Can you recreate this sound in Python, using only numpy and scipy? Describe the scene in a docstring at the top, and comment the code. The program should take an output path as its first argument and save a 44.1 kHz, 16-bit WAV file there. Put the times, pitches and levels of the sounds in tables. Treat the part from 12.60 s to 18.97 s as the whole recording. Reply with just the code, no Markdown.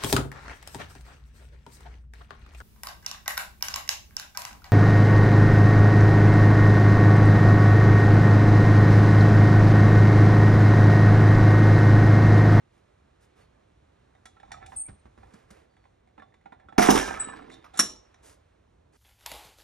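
"""A stack of weight plates lands on a platform scale in two heavy blows: low modes boom, plates ring and rattle.
Before that a hook on a steel handle clinks (gritty contact noise plus damped modes) as it lifts the stack; it
drags now and then before the landing and just before the handle drops against the stack with a clang.
Shoes scuff, tap and bump (shaped noise), thin peeps whistle (gliding sines), and hush is slowly drifting noise.
Place: a yard before a wooden shed, with echo from decaying noise; microphone: the two ports of a phone."""
import sys
import numpy as np
from scipy import signal
from scipy.fft import rfft, irfft, next_fast_len
from scipy.io import wavfile
from scipy.ndimage import uniform_filter1d

SR = 44100
rng = np.random.default_rng(int(sys.argv[2]) if len(sys.argv) > 2 else 0)


def wav_out(sig):
    """Save sig, one row per channel (or a flat mono array), as 16-bit PCM at SR to the path in sys.argv[1]."""
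    wavfile.write(sys.argv[1], SR, np.round(np.clip(np.atleast_2d(sig).T, -1, 1) * 32767).astype(np.int16))


N = 280917
TIME = np.arange(N) / SR  # s, whole scene
AGE = np.arange(SR) / SR  # s, since one event began

# Event levels are relative, before echo and ports; mode t60 is before any damping by contact.
# the stack hitting or jolting the scale platform: start_s, level_db
THUDS = [(4.1837, -12), (4.212, -21), (4.2881, -6.5), (4.312, -27.5), (4.35, -19), (4.372, -22.5),
         (4.48, -39), (4.523, -44.5), (4.672, -40), (4.732, -49), (5.198, -29), (5.232, -40)]
# modes of the platform: pitch_hz, level_db, t60_s
SCALE_MODES = [(49, -26.5, 0.3), (164, -12, 0.16), (211.4, -7.5, 0.17), (274.8, 3.5, 0.051),
               (319, 7, 0.029), (369, 0.5, 0.055), (261.3, -16.5, 0.3), (459, -16.5, 0.19)]
# plate striking plate: start_s, level_db, bass_db, treble_db, chatter_s, strongest_hz
CLASHES = [(4.18, -13, 5.5, -2, .014, 716.6), (4.22, -18, -10.5, 5.5, .018, 2046),
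           (4.2255, -20, -5.5, 15, .007, 719), (4.237, -26, -8, -2.5, .007, 1154),
           (4.265, -25, -5.5, 1, .006, 760), (4.2855, -11.5, -4, -28, .005, 810),
           (4.303, -13.5, -1.5, 9, .009, 1050), (4.339, -21, -5, 1, .009, 900),
           (4.355, -20.5, -5, 3.5, .007, 1191), (4.372, -35.5, -5.5, 10.5, .012, 1250),
           (4.412, -29.5, -2.5, 4.5, .01, 783.5), (4.455, -34.5, -7.5, 0, .006, 1444),
           (4.476, -35, -8, 0, .006, 2800), (4.507, -29.5, -9.5, -8.5, .004, 1748),
           (4.54, -35.5, -11.5, -6.5, .006, 2300), (4.572, -39.5, -10, -11, .005, 1250),
           (4.619, -41.5, -9.5, -8.5, .006, 1300), (4.685, -38, -0.5, -21, .006, 1030),
           (4.73, -42.5, -0.5, -15.5, .009, 1030), (4.788, -46, 0.5, -15, .012, 1263),
           (4.878, -52, 1, -15.5, .006, 940), (5.042, -49, -6.5, -4, .012, 1200),
           (5.06, -52, -5.5, -2, .007, 1250)]
# colour of plate contact: pitch_hz, level_db
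PLATE_COLOUR = [(40, -13), (120, -15), (250, -1), (500, -0.5), (750, 8.5), (1300, 0), (2100, -6.5),
                (3000, -7.5), (4600, -16.5), (5700, -7.5), (8000, -27), (11000, -12), (12500, -10.5)]
# modes of the plates: pitch_hz, level_db, t60_s
PLATE_MODES = [(671, 0, .16), (721, 0, .14), (778, -3, .16), (812, 1, .18), (865, -3, .18), (957, -4, .16),
               (1028, -6, .25), (1128, -5, .2), (1262, -4, .27), (1384, -6, .2), (1575, -6, .2),
               (1712, -7, .22), (1940, -12, .14), (2112, -13, .13), (2299, -14, .13), (2778, -18, .12)]
CLASH_RING_DB = -7
# jolts that set the plates rocking: start_s, body_level_db, treble_level_db, hold_s
ROCKINGS = [(4.181, -25, -27, 0.085), (4.286, -27.5, -29, 0.1)]
ROCK_ATTACK_S, ROCK_T60_S, ROCK_TREBLE_T60_S = 0.0089, 0.21, 0.44
SETTLE_DB, SETTLE_T60_S = -21, 2.1  # a faint wobble outlasts the rocking
ROCK_CLICKS_PER_S, ROCK_CLICK_DB = 160, -8.5  # hard edge contacts amid the grit of the rocking
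# plate sliding on plate as the stack twists: start_s, level_db, hold_s
SLIDES = [(4.366, -37, .09), (4.483, -41.5, .025), (4.59, -56, .04)]
# resonances of the sliding plates: pitch_hz, level_db, t60_s
GRIND_MODES = [(853, -5, .07), (1028, -4, 0.11), (1290, -2.5, .14), (1440, -7, 0.07), (1600, -2.5, .1),
               (1665, -1, 0.14), (1735, -0.5, .12), (2130, -8.5, .05), (2280, -9, .08), (2430, -8, .07),
               (2790, -10, .06), (3060, -14, .07), (3550, -16, .06), (3850, -14, .09), (5500, -16, .04)]
SLIDE_ATTACK_S, SLIDE_T60_S = 0.015, 0.71
CATCHES_PER_S, SLIP_DB, GRIND_SWAY_DB = 130, -8, 3.5
# the platform shuddering under the settling stack: pitch_hz, level_db, t60_s
SHUDDER_MODES = [(283, -1, .1), (335, -2, .07), (425, -2, .07)]
SHUDDER_S, SHUDDER_DB, SHUDDER_HOLD_S = 4.62, -52, 0.29

# the handle falling against the stack: start_s, level_db, bass_db, treble_db, chatter_s, strongest_hz
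CLANGS = [(5.173, -36, 0.5, 1.5, 0.037, 7200), (5.191, -14.5, -6.5, 1.5, 0.0027, 1250),
          (5.196, -10, -1, 1.5, 0.003, 5840), (5.2029, -20.5, 0, -2, .006, 5800)]
# colour of handle contact: pitch_hz, level_db
HANDLE_COLOUR = [(60, -22.5), (150, -7), (260, 6.5), (400, -1), (600, -3.5), (1200, 3), (1700, 1),
                 (2500, -7.5), (4000, -1), (4950, -17), (5600, -5.5), (6700, -5), (9000, -5), (10600, 7.5),
                 (11400, -21)]
# modes of the handle: pitch_hz, level_db, t60_s
HANDLE_MODES = [(1085, -10, .055), (1188, -5.5, .04), (1255, -8, .04), (1440, -7, .055), (2050, -13, .07),
                (2390, -13, .11), (3397, -21, .13), (2700, -15, .11), (1685, -17, .2), (2982, -18, .33),
                (3763, -20, .12), (5412, -8, .27), (5522, 4, .08), (5620, -2, .04), (5730, -4, .04),
                (5820, -6, .04), (5918, -15, .24), (6368, -19, .33), (7100, -10, .08), (7180, -10, .3),
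                (7312, -7, .14), (7540, -14, .26), (8258, -14, .16), (9625, -12, .11), (10045, -7, .18),
                (10845, 0, .1)]
CLANG_RING_DB = -5.5

# the hook clicking against the handle and the eye of the pin: start_s, level_db, treble_db, strongest_hz
CLINKS = [(1.549, -59.5, -6.5, 1793), (1.655, -46, 7.5, 1890), (1.799, -52.5, -6, 3630),
          (1.917, -37.5, 8.5, 1901), (2.0615, -48, 12.5, 2390), (3.722, -66.5, -15, 1900),
          (3.997, -59, -9, 1900), (4.82, -51.5, -11, 2150), (4.899, -48, -5.5, 2100), (5.14, -51, 6, 1400),
          (5.542, -57.5, -0.5, 5600)]
CLINK_BASS_DB, CLINK_CHATTER_S, CLINK_RING_DB = -4, 0.0024, -6.5
# the pin knocking in the plates as it is tugged and swings: start_s, level_db, chatter_s, strongest_hz
KNOCKS = [(1.765, -55, 0.0057, 1316), (1.83, -46.5, 0.003, 795), (1.906, -51, .006, 1000),
          (1.939, -44, 0.0074, 1342), (1.965, -50.5, 0.018, 805), (2.118, -45, 0.013, 1014),
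          (2.63, -50.5, 0.0082, 890), (3.252, -57, 0.0037, 980), (3.578, -47, 0.0065, 998),
          (3.595, -49, 0.0033, 1752), (3.619, -46.5, 0.0062, 1100), (3.856, -43.5, .006, 800),
          (3.92, -44.5, 0.013, 997), (4.085, -47, 0.0056, 1334), (4.123, -45, 0.0065, 790.5)]
KNOCK_TREBLE_DB, KNOCK_RING_DB = -15, -3.5
# once the pin bears the weight (s), its knocks carry more bass (dB)
LOADED_S, SLACK_BASS_DB, LOADED_BASS_DB = 3.3, -1.5, 11
# the loaded hook ticks while the stack hangs; jitter and level spread are standard deviations
HANGING_S, TICK_JITTER_S = (3.15, 3.8), 0.04
TICK_DB, TICK_SPREAD_DB, TICK_TREBLE_DB, TICK_CHATTER_S, TICK_HZ = -67, 5, -5.5, 0.0034, 2120
# the hook dragging along steel: start_s, level_db, length_s, treble_db, strongest_hz
DRAGS = [(1.84, -60, 0.087, -3.5, 1078), (1.97, -50.5, 0.15, -15, 780), (2.01, -46.5, .045, -16.5, 1350),
         (3.97, -60.5, .11, -24.5, 900), (4.125, -49.5, 0.1, -22, 780), (4.905, -50.5, 0.05, 8.5, 3750),
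         (5.135, -47, 0.04, 5, 1400)]
# colour of hook contact: pitch_hz, level_db
HOOK_COLOUR = [(60, -22), (200, -2.5), (500, -4.5), (780, 10), (1100, -5.5), (1800, -1.5), (2700, -11.5),
               (3700, -9.5), (4800, -19), (7000, -16), (10300, -16), (11500, -35)]
# modes of the hook: pitch_hz, level_db, t60_s
HOOK_MODES = [(781, 1, .13), (850, -5, .07), (1090, -4, .08), (1360, -3, .1), (1750, -4, .07),
              (2000, -6, .06), (2480, -10, .07), (2720, -13, .07), (3490, -9.5, .16), (3660, -10.5, .15),
              (3950, -16, .11), (2250, -9, .08), (3850, -14, .1), (4250, -17, .1), (4500, -19, .1),
              (5450, -16, .14), (5750, -17, .1), (6400, -19, .12), (7300, -15, .15)]

# lift of the resonances that a contact favours, its width as a frequency ratio, and the modes' level spread
SPOT_DB, SPOT_WIDTH, SPOT_SPREAD_DB = 8.5, 1.3, 3.5
# parts that stay in touch lose part of their ring at once: share that lasts, time constant in s
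LASTING_SHARE, DAMPING_S = 0.55, 0.015

# soles sliding on the paving: start_s, level_db, length_s, treble_db
SCUFFS = [(0.106, -66, 0.13, -13), (0.602, -63.5, 0.073, -5), (0.752, -59.5, 0.12, -14),
          (2.081, -59.5, 0.15, -4), (2.566, -60.5, 0.23, -18), (2.696, -59, 0.18, -16),
          (2.874, -57, 0.2, -16.5), (5.623, -52, 0.14, -2), (6.321, -62.5, 0.096, -6)]
# colour of the soles: pitch_hz, level_db
SOLE_COLOUR = [(100, -21.5), (400, 1.5), (900, -5.5), (2000, -10), (3500, -13.5), (6500, -9), (10000, -8),
               (12500, -8)]
# heels tapping down as the stance is set: start_s, level_db, treble_db
HEELS = [(2.284, -46, -11), (2.454, -50, -13), (2.576, -51.5, -11), (2.737, -47.5, 1), (2.904, -49, 5.5)]
# colour of the heels: pitch_hz, level_db
HEEL_COLOUR = [(60, -3.5), (200, 11), (450, 0.5), (800, 2), (1800, -3.5), (3000, -13.5), (10000, -15.5)]
HEEL_RISE_S, HEEL_T60_S = 0.0011, 0.086
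# dull footfalls and shifting weight: start_s, level_db, length_s
FOOTFALLS = [(1.165, -56.5, 0.05), (1.818, -51.5, 0.53), (2.084, -55, 0.2), (2.28, -46.5, 0.093),
             (2.439, -55.5, 0.11), (2.57, -52.5, 0.21), (2.903, -59, 0.11), (4.045, -52, 0.042),
             (4.445, -47.5, 0.28), (4.787, -58.5, 0.38), (5.204, -53, 0.19), (5.949, -63, 0.23)]
# colour of the footfalls: pitch_hz, level_db
FOOT_COLOUR = [(25, -9), (52, 8), (100, 2.5), (210, -7.5), (350, -11), (700, -30.5), (2000, -60)]
# thin peeps: start_s, level_db, length_s, start_hz, end_hz (pitches before the waver)
PEEPS = [(.8, -72.5, 0.07, 4430, 4330), (2.159, -25.5, 0.08, 8540, 8625), (2.244, -38.5, 0.045, 8620, 8640),
         (2.252, -56.5, 0.035, 2290, 2340), (3.09, -83.5, 0.2, 4570, 4420), (4.593, -22, 0.038, 7990, 7930),
         (4.611, -30, 0.046, 7960, 7960)]

# colour of the outdoor hush: pitch_hz, level_db
HUSH = [(15, -37), (25, -13.5), (53, 1), (80, 0.5), (208, -11.5), (488, -12.5), (584, -14), (1730, -23),
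        (3210, -30.5), (4270, -32), (4730, -39), (5820, -36.5), (9760, -42), (12000, -50), (15600, -87),
        (22000, -120)]
# level of the hush above 600 Hz: time_s, level_db
HUSH_TREBLE = [(0, 0), (1, 0), (2.9, 0.5), (3.5, -4), (4.1, -5), (5.5, 2), (6.1, -3.5)]
HUSH_DRIFT_DB, HUSH_DRIFT_PER_S = 1.3, 7
# the yard's echo: pitch_hz, t60_s
YARD_T60 = [(150, 0.22), (500, 0.56), (1500, 0.18), (4000, 0.36), (10000, 0.22)]
# phase of the left port against the right: pitch_hz, phase_rad
PORT_PHASE = [(0, 0), (100, -.1), (220, -.7), (340, -1.4), (600, -3.1), (1210, -5.5), (2000, -6.1),
              (3000, -4.9), (3530, -5.5), (4300, -4.9), (5100, -6.3), (5600, -5.7), (7500, -4.8),
              (11000, -3.9), (12100, -3.2)]
# level of the left port against the right: pitch_hz, level_db
PORT_BALANCE = [(60, -.3), (110, -.5), (190, -3.5), (350, -7.5), (630, -10), (1130, -5), (2040, -2.5),
                (3670, -3), (6600, .7), (11900, 0)]
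TOP_HZ = 12200


def scale(push_s=0.0021):
    """The heavy stack pushes the platform, which booms in a few low modes."""
    boom = crest(ringing(SCALE_MODES) * (1 - np.exp(-(AGE / push_s) ** 2)))
    # the boom is strong near 50 Hz and from 160 Hz up, weak around 90 Hz
    boom = crest(tint(boom, [(50, 8), (90, -10), (160, 3)]))
    out = np.zeros(N)
    for s, db in THUDS:
        add(out, s, undb(db) * boom)
    return out


def plates():
    """Plates strike each other: chattering contact noise and ringing plate modes."""
    rows = [(*row, CLASH_RING_DB) for row in CLASHES]
    return blows(rows, PLATE_COLOUR, PLATE_MODES, rise_s=0.0016, tail_db=-23, tail_t60=0.2,
                 buzz=0.2, spread_db=SPOT_SPREAD_DB)


def rattle(ring_db=-2):
    """Loose plates rock on each other: lumpy contacts and their ring, under a treble that fades more slowly."""
    body_gain, treble_gain = np.zeros(N), np.zeros(N)
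    for s, body_db, treble_db, hold_s in ROCKINGS:
        rocking = stir(s, ROCK_ATTACK_S, hold_s, ROCK_T60_S)
        settling = undb(SETTLE_DB) * stir(s, ROCK_ATTACK_S, hold_s, SETTLE_T60_S)
        body_gain += undb(body_db) * (rocking + settling)
        treble_gain += undb(treble_db) * stir(s, ROCK_ATTACK_S, hold_s, ROCK_TREBLE_T60_S)
    contacts = grit(N, 4.5) + undb(ROCK_CLICK_DB) * clatter(ROCK_CLICKS_PER_S)
    body = tint(contacts, [(40, -14), (150, -13), (300, 2), (550, -11), (780, 8), (1100, 4),
                           (1800, 2.5), (2800, -3.5), (4200, -7.5), (7000, -21)])
    ring = ringing(PLATE_MODES) * fade(0.14)  # plates in touch damp each other
    body = unit(body) + undb(ring_db) * unit(signal.fftconvolve(contacts, ring)[:N])
    treble = tint(contacts, [(2000, -33), (4000, -0.5), (4900, 0), (5550, 6.5), (6500, 1),
                             (8000, -2), (11000, -5), (12500, -13)])
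    lumps = undb(3 * wander(N, 70))
    return body * body_gain * lumps + unit(treble) * treble_gain


def grind():
    """Plate slides on plate: separate catches keep a few resonances singing, each coming and going."""
    gain = sum(undb(db) * stir(s, SLIDE_ATTACK_S, hold_s, SLIDE_T60_S) for s, db, hold_s in SLIDES)
    slips = clatter(CATCHES_PER_S) + undb(SLIP_DB) * grit(N, 5)
    song = np.zeros(N)
    for mode in GRIND_MODES:
        voice = signal.fftconvolve(slips, ringing([mode]))[:N]
        song += voice * undb(GRIND_SWAY_DB * wander(N, 27))
    return gain * unit(song)


def shudder(attack_s=0.04, t60=0.5):
    """The settling stack keeps the platform humming low: gritty contact drives three modes."""
    hum = unit(signal.fftconvolve(grit(N, 3), ringing(SHUDDER_MODES))[:N])
    return undb(SHUDDER_DB) * hum * stir(SHUDDER_S, attack_s, SHUDDER_HOLD_S, t60)


def handle():
    """The handle drops against the stack: a brief chatter and a bright clang of its modes."""
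    rows = [(*row, CLANG_RING_DB) for row in CLANGS]
    return blows(rows, HANDLE_COLOUR, HANDLE_MODES, rise_s=0.0006, tail_db=-23.5, tail_t60=0.17, buzz=0.14)


def hook(count=8):
    """Clicks of the hook, dull knocks of the pin and faint ticks under load, all as steel blows."""
    clicks = [(s, db, CLINK_BASS_DB, treble_db, CLINK_CHATTER_S, hz, CLINK_RING_DB)
              for s, db, treble_db, hz in CLINKS]
    knocks = [(s, db, LOADED_BASS_DB if s > LOADED_S else SLACK_BASS_DB,
               KNOCK_TREBLE_DB, chatter_s, hz, KNOCK_RING_DB)
              for s, db, chatter_s, hz in KNOCKS]
    chances = rng.standard_normal((count, 2))
    ticks = [(s + TICK_JITTER_S * late, TICK_DB + TICK_SPREAD_DB * size, SLACK_BASS_DB,
              TICK_TREBLE_DB, TICK_CHATTER_S, TICK_HZ, CLINK_RING_DB)
             for s, (late, size) in zip(np.linspace(*HANGING_S, count), chances)]
    return blows(clicks + knocks + ticks, HOOK_COLOUR, HOOK_MODES, rise_s=0.003, tail_db=-22,
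                 tail_t60=0.1, buzz=0.2, detune=0.028, spread_db=SPOT_SPREAD_DB)


def drags(ring_db=-2):
    """The hook slips in tiny catches that rasp and keep it ringing."""
    out = np.zeros(N)
    for s, db, length_s, treble_db, hz in DRAGS:
        slips = grit(SR, 5) * np.sin(np.pi * np.minimum(AGE / length_s, 1)) ** 0.5
        rasp = crest(tint(slips, HOOK_COLOUR))
        ring = crest(signal.fftconvolve(slips, ringing(HOOK_MODES))[:SR])
        sound = favour(rasp + undb(ring_db) * ring, hz)
        add(out, s, undb(db) * crest(tint(sound, [(2000, 0), (6000, treble_db)])))
    return out


def blows(rows, colour, modes, rise_s, tail_db, tail_t60, buzz, detune=0, spread_db=1):
    """Steel on steel: the faces chatter briefly, a dense noisy tail lingers and separate modes ring."""
    out = np.zeros(N)
    onset = 1 - np.exp(-AGE / rise_s)
    # the parts stay in loose touch, which damps the ring and makes it buzz
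    damping = LASTING_SHARE + (1 - LASTING_SHARE) * np.exp(-AGE / DAMPING_S)
    for s, db, bass_db, treble_db, chatter_s, spot_hz, ring_db in rows:
        envelope = np.exp(-AGE / chatter_s) + undb(tail_db) * fade(tail_t60)
        contact = tint(grit(SR, 1.7) * onset * envelope, colour)
        # each blow lands on another spot, which shifts the share and, with detune, the pitch of the modes
        ring = np.zeros(SR)
        for hz, mode_db, t60 in modes:
            share, shift = rng.standard_normal(2)
            cycles = hz * (1 + detune * shift) * AGE + rng.random()
            ring += undb(mode_db + spread_db * share) * fade(t60) * np.sin(2 * np.pi * cycles)
        ring = ring * onset * damping * (1 + buzz * wander(SR, 160))
        sound = favour(crest(contact) + undb(ring_db) * crest(ring), spot_hz)
        sound = tint(sound, [(280, bass_db), (700, 0), (2000, 0), (6000, treble_db)])
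        add(out, s, undb(db) * crest(sound))
    return out


def favour(x, hz):
    """The spot of contact brings out the resonances around one frequency."""
    return tint(x, [(hz / SPOT_WIDTH, 0), (hz, SPOT_DB), (hz * SPOT_WIDTH, 0)])


def shoes():
    """Soles slide on stone: gritty noise that swells and sinks."""
    out = np.zeros(N)
    for s, db, length_s, treble_db in SCUFFS:
        n = int(length_s * SR)
        slide = tint(grit(n, 2.1), SOLE_COLOUR) * np.sin(np.pi * np.linspace(0, 1, n) ** 0.75)
        add(out, s, undb(db) * crest(tint(slide, [(2000, 0), (7000, treble_db)])))
    return out


def heels():
    """Short gritty taps of a heel meeting the ground."""
    out = np.zeros(N)
    for s, db, treble_db in HEELS:
        envelope = (1 - np.exp(-AGE / HEEL_RISE_S)) * fade(HEEL_T60_S)
        tap = tint(grit(SR, 2.9) * envelope, HEEL_COLOUR)
        add(out, s, undb(db) * crest(tint(tap, [(2000, 0), (6000, treble_db)])))
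    return out


def footfalls():
    """Soft low bumps of weight shifting on the ground: swells of low noise."""
    out = np.zeros(N)
    for s, db, length_s in FOOTFALLS:
        n = int(length_s * SR)
        swell = np.sin(np.pi * np.linspace(0, 1, n) ** 0.5)
        add(out, s, undb(db) * crest(tint(rng.standard_normal(n), FOOT_COLOUR) * swell))
    return out


def peeps(flutter_db=-2.0, droop_db=-7):
    """Almost pure whistles that start with an uneven pitch, then steady and sag in level."""
    out = np.zeros(N)
    for s, db, length_s, start_hz, end_hz in PEEPS:
        n = int(length_s * SR)
        waver = (0.002 + 0.014 * np.exp(-AGE[:n] / 0.018)) * wander(n, 700)
        hz = np.linspace(start_hz, end_hz, n) * (1 + waver)
        edges = signal.windows.tukey(n, min(0.026 / length_s, 1))
        swell = edges * undb(np.linspace(0, droop_db, n) + flutter_db * wander(n, 300))
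        add(out, s, undb(db) * swell * np.sin(2 * np.pi * np.cumsum(hz) / SR))
    return out


def hush(count=8):
    """Distant outdoor rumble and air: each noise band drifts alone, and the treble slowly comes and goes."""
    rumble_cut = signal.butter(2, 35, "high", fs=SR, output="sos")
    noise = rfft(signal.sosfilt(rumble_cut, tint(rng.standard_normal(N), HUSH)))
    hz = np.arange(N // 2 + 1) * SR / N
    air = np.zeros(N)
    for band in bands(np.geomspace(60, 6000, count), hz):
        air += irfft(noise * band, N) * undb(HUSH_DRIFT_DB * wander(N, HUSH_DRIFT_PER_S))
    treble = signal.sosfiltfilt(signal.butter(2, 600, "high", fs=SR, output="sos"), air)
    gain = undb(np.interp(TIME, *np.transpose(HUSH_TREBLE)))
    return unit(air + (gain - 1) * treble)


def yard(x):
    """Scattered echoes from shed, fence and paving: noise whose bands die at their own rates."""
    noise = rfft(rng.standard_normal(SR))
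    centres, t60s = np.transpose(YARD_T60)
    hz = np.arange(SR // 2 + 1)
    echo = sum(irfft(noise * band) * fade(t60) for band, t60 in zip(bands(centres, hz), t60s))
    echo = echo * (1 - np.exp(-AGE / 0.0029))
    return signal.fftconvolve(x, echo / np.sqrt(np.sum(echo ** 2)))[:N]


def ports(x):
    """The two microphone ports hear one sound with different colour and phase."""
    n = next_fast_len(N + 4096)
    hz, spectrum = np.arange(n // 2 + 1) * SR / n, rfft(x, n)
    balance_db = along(PORT_BALANCE, hz)
    phase = np.interp(hz, *np.transpose(PORT_PHASE))
    left = irfft(spectrum * undb(balance_db / 2) * np.exp(1j * phase), n)
    right = irfft(spectrum * undb(-balance_db / 2), n)
    return np.array([left, right])[:, :N]


def undb(db):
    """Decibels to gain."""
    return 10 ** (np.asarray(db) / 20)


def unit(x):
    """Scale to rms 1."""
    return x / np.sqrt(np.mean(x ** 2))


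def crest(x, size=220):
    """Scale so that the loudest few milliseconds have rms 1."""
    return x / np.sqrt(uniform_filter1d(x ** 2, size).max())


def along(points, hz):
    """Read (Hz, value) points on a log-frequency axis."""
    f, value = np.transpose(points)
    return np.interp(np.log(hz + 1), np.log(f + 1), value)


def bands(centres, hz):
    """Overlapping band gains that sum to one at every frequency."""
    return [along(list(zip(centres, share)), hz) for share in np.eye(len(centres))]


def tint(x, points):
    """Causal filter through (Hz, dB) points, made minimum-phase by folding its cepstrum."""
    n = 2 * next_fast_len(len(x))
    cepstrum = irfft(np.log(undb(along(points, np.arange(n // 2 + 1) * SR / n))))
    cepstrum[1:n // 2] *= 2
    cepstrum[n // 2 + 1:] = 0
    return irfft(rfft(x, n) * np.exp(rfft(cepstrum)))[:len(x)]


def fade(t60):
    """Exponential decay by 60 dB in t60 seconds."""
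    return np.exp(-np.log(1000) * AGE / t60)


def stir(s, attack_s, hold_s, t60):
    """Envelope of a motion that starts at s, keeps up for a while and dies away."""
    age = TIME - s
    decay = np.exp(-np.log(1000) * np.maximum(age - hold_s, 0) / t60)
    return np.clip(age / attack_s, 0, 1) * decay


def wander(n, rate):
    """Random values joined by straight lines, rate of them a second."""
    place = np.arange(n) * rate / SR
    knots = rng.standard_normal(int(place[-1]) + 2)
    return np.interp(place, np.arange(len(knots)), knots)


def grit(n, spread_db):
    """Dense tiny contacts of uneven size: noise whose level jumps every 32 samples."""
    sizes_db = spread_db * np.repeat(rng.standard_normal(n // 32 + 1), 32)[:n]
    return unit(rng.standard_normal(n) * undb(sizes_db))


def clatter(rate):
    """Lone hard contacts at random moments, on average rate of them a second."""
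    hits = rng.random(N) < rate / SR
    return unit(hits * rng.choice([-1, 1], N) * rng.uniform(0.69, 1, N))


def ringing(modes):
    """Response of a set of damped modes to one tap."""
    return sum(undb(db) * fade(t60) * np.sin(2 * np.pi * hz * AGE) for hz, db, t60 in modes)


def add(track, s, sound):
    """Mix a sound in at time s."""
    i = max(int(s * SR), 0)
    track[i:i + len(sound)] += sound[:N - i]


def scene():
    """All sources in the yard, heard through both ports."""
    stack = scale() + plates() + undb(-5) * rattle() + grind() + shudder()
    feet = shoes() + heels() + footfalls()
    direct = stack + handle() + hook() + drags() + feet
    whistles = peeps()
    # the peeps come from further off, so more of them is echo
    near = direct + undb(-11.5) * yard(direct) + whistles + undb(-9.5) * yard(whistles)
    near = near + undb(-63.5) * hush()
    # long waves reach both ports alike, so the diffuse part, drawn afresh for each port, has little bass
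    diffuse = np.array([tint(undb(-17.5) * yard(direct) + undb(-69) * hush(),
                             [(60, -16), (200, -6.5), (500, 2)]) for _ in range(2)])
    return ports(near) + diffuse


def record(dry):
    """The phone rounds the tallest peaks and cuts the top."""
    top_cut = signal.ellip(8, 0.2, 70, TOP_HZ, fs=SR, output="sos")
    return signal.sosfilt(top_cut, np.tanh(dry))


dry = scene()
out = record(dry)
wav_out(out)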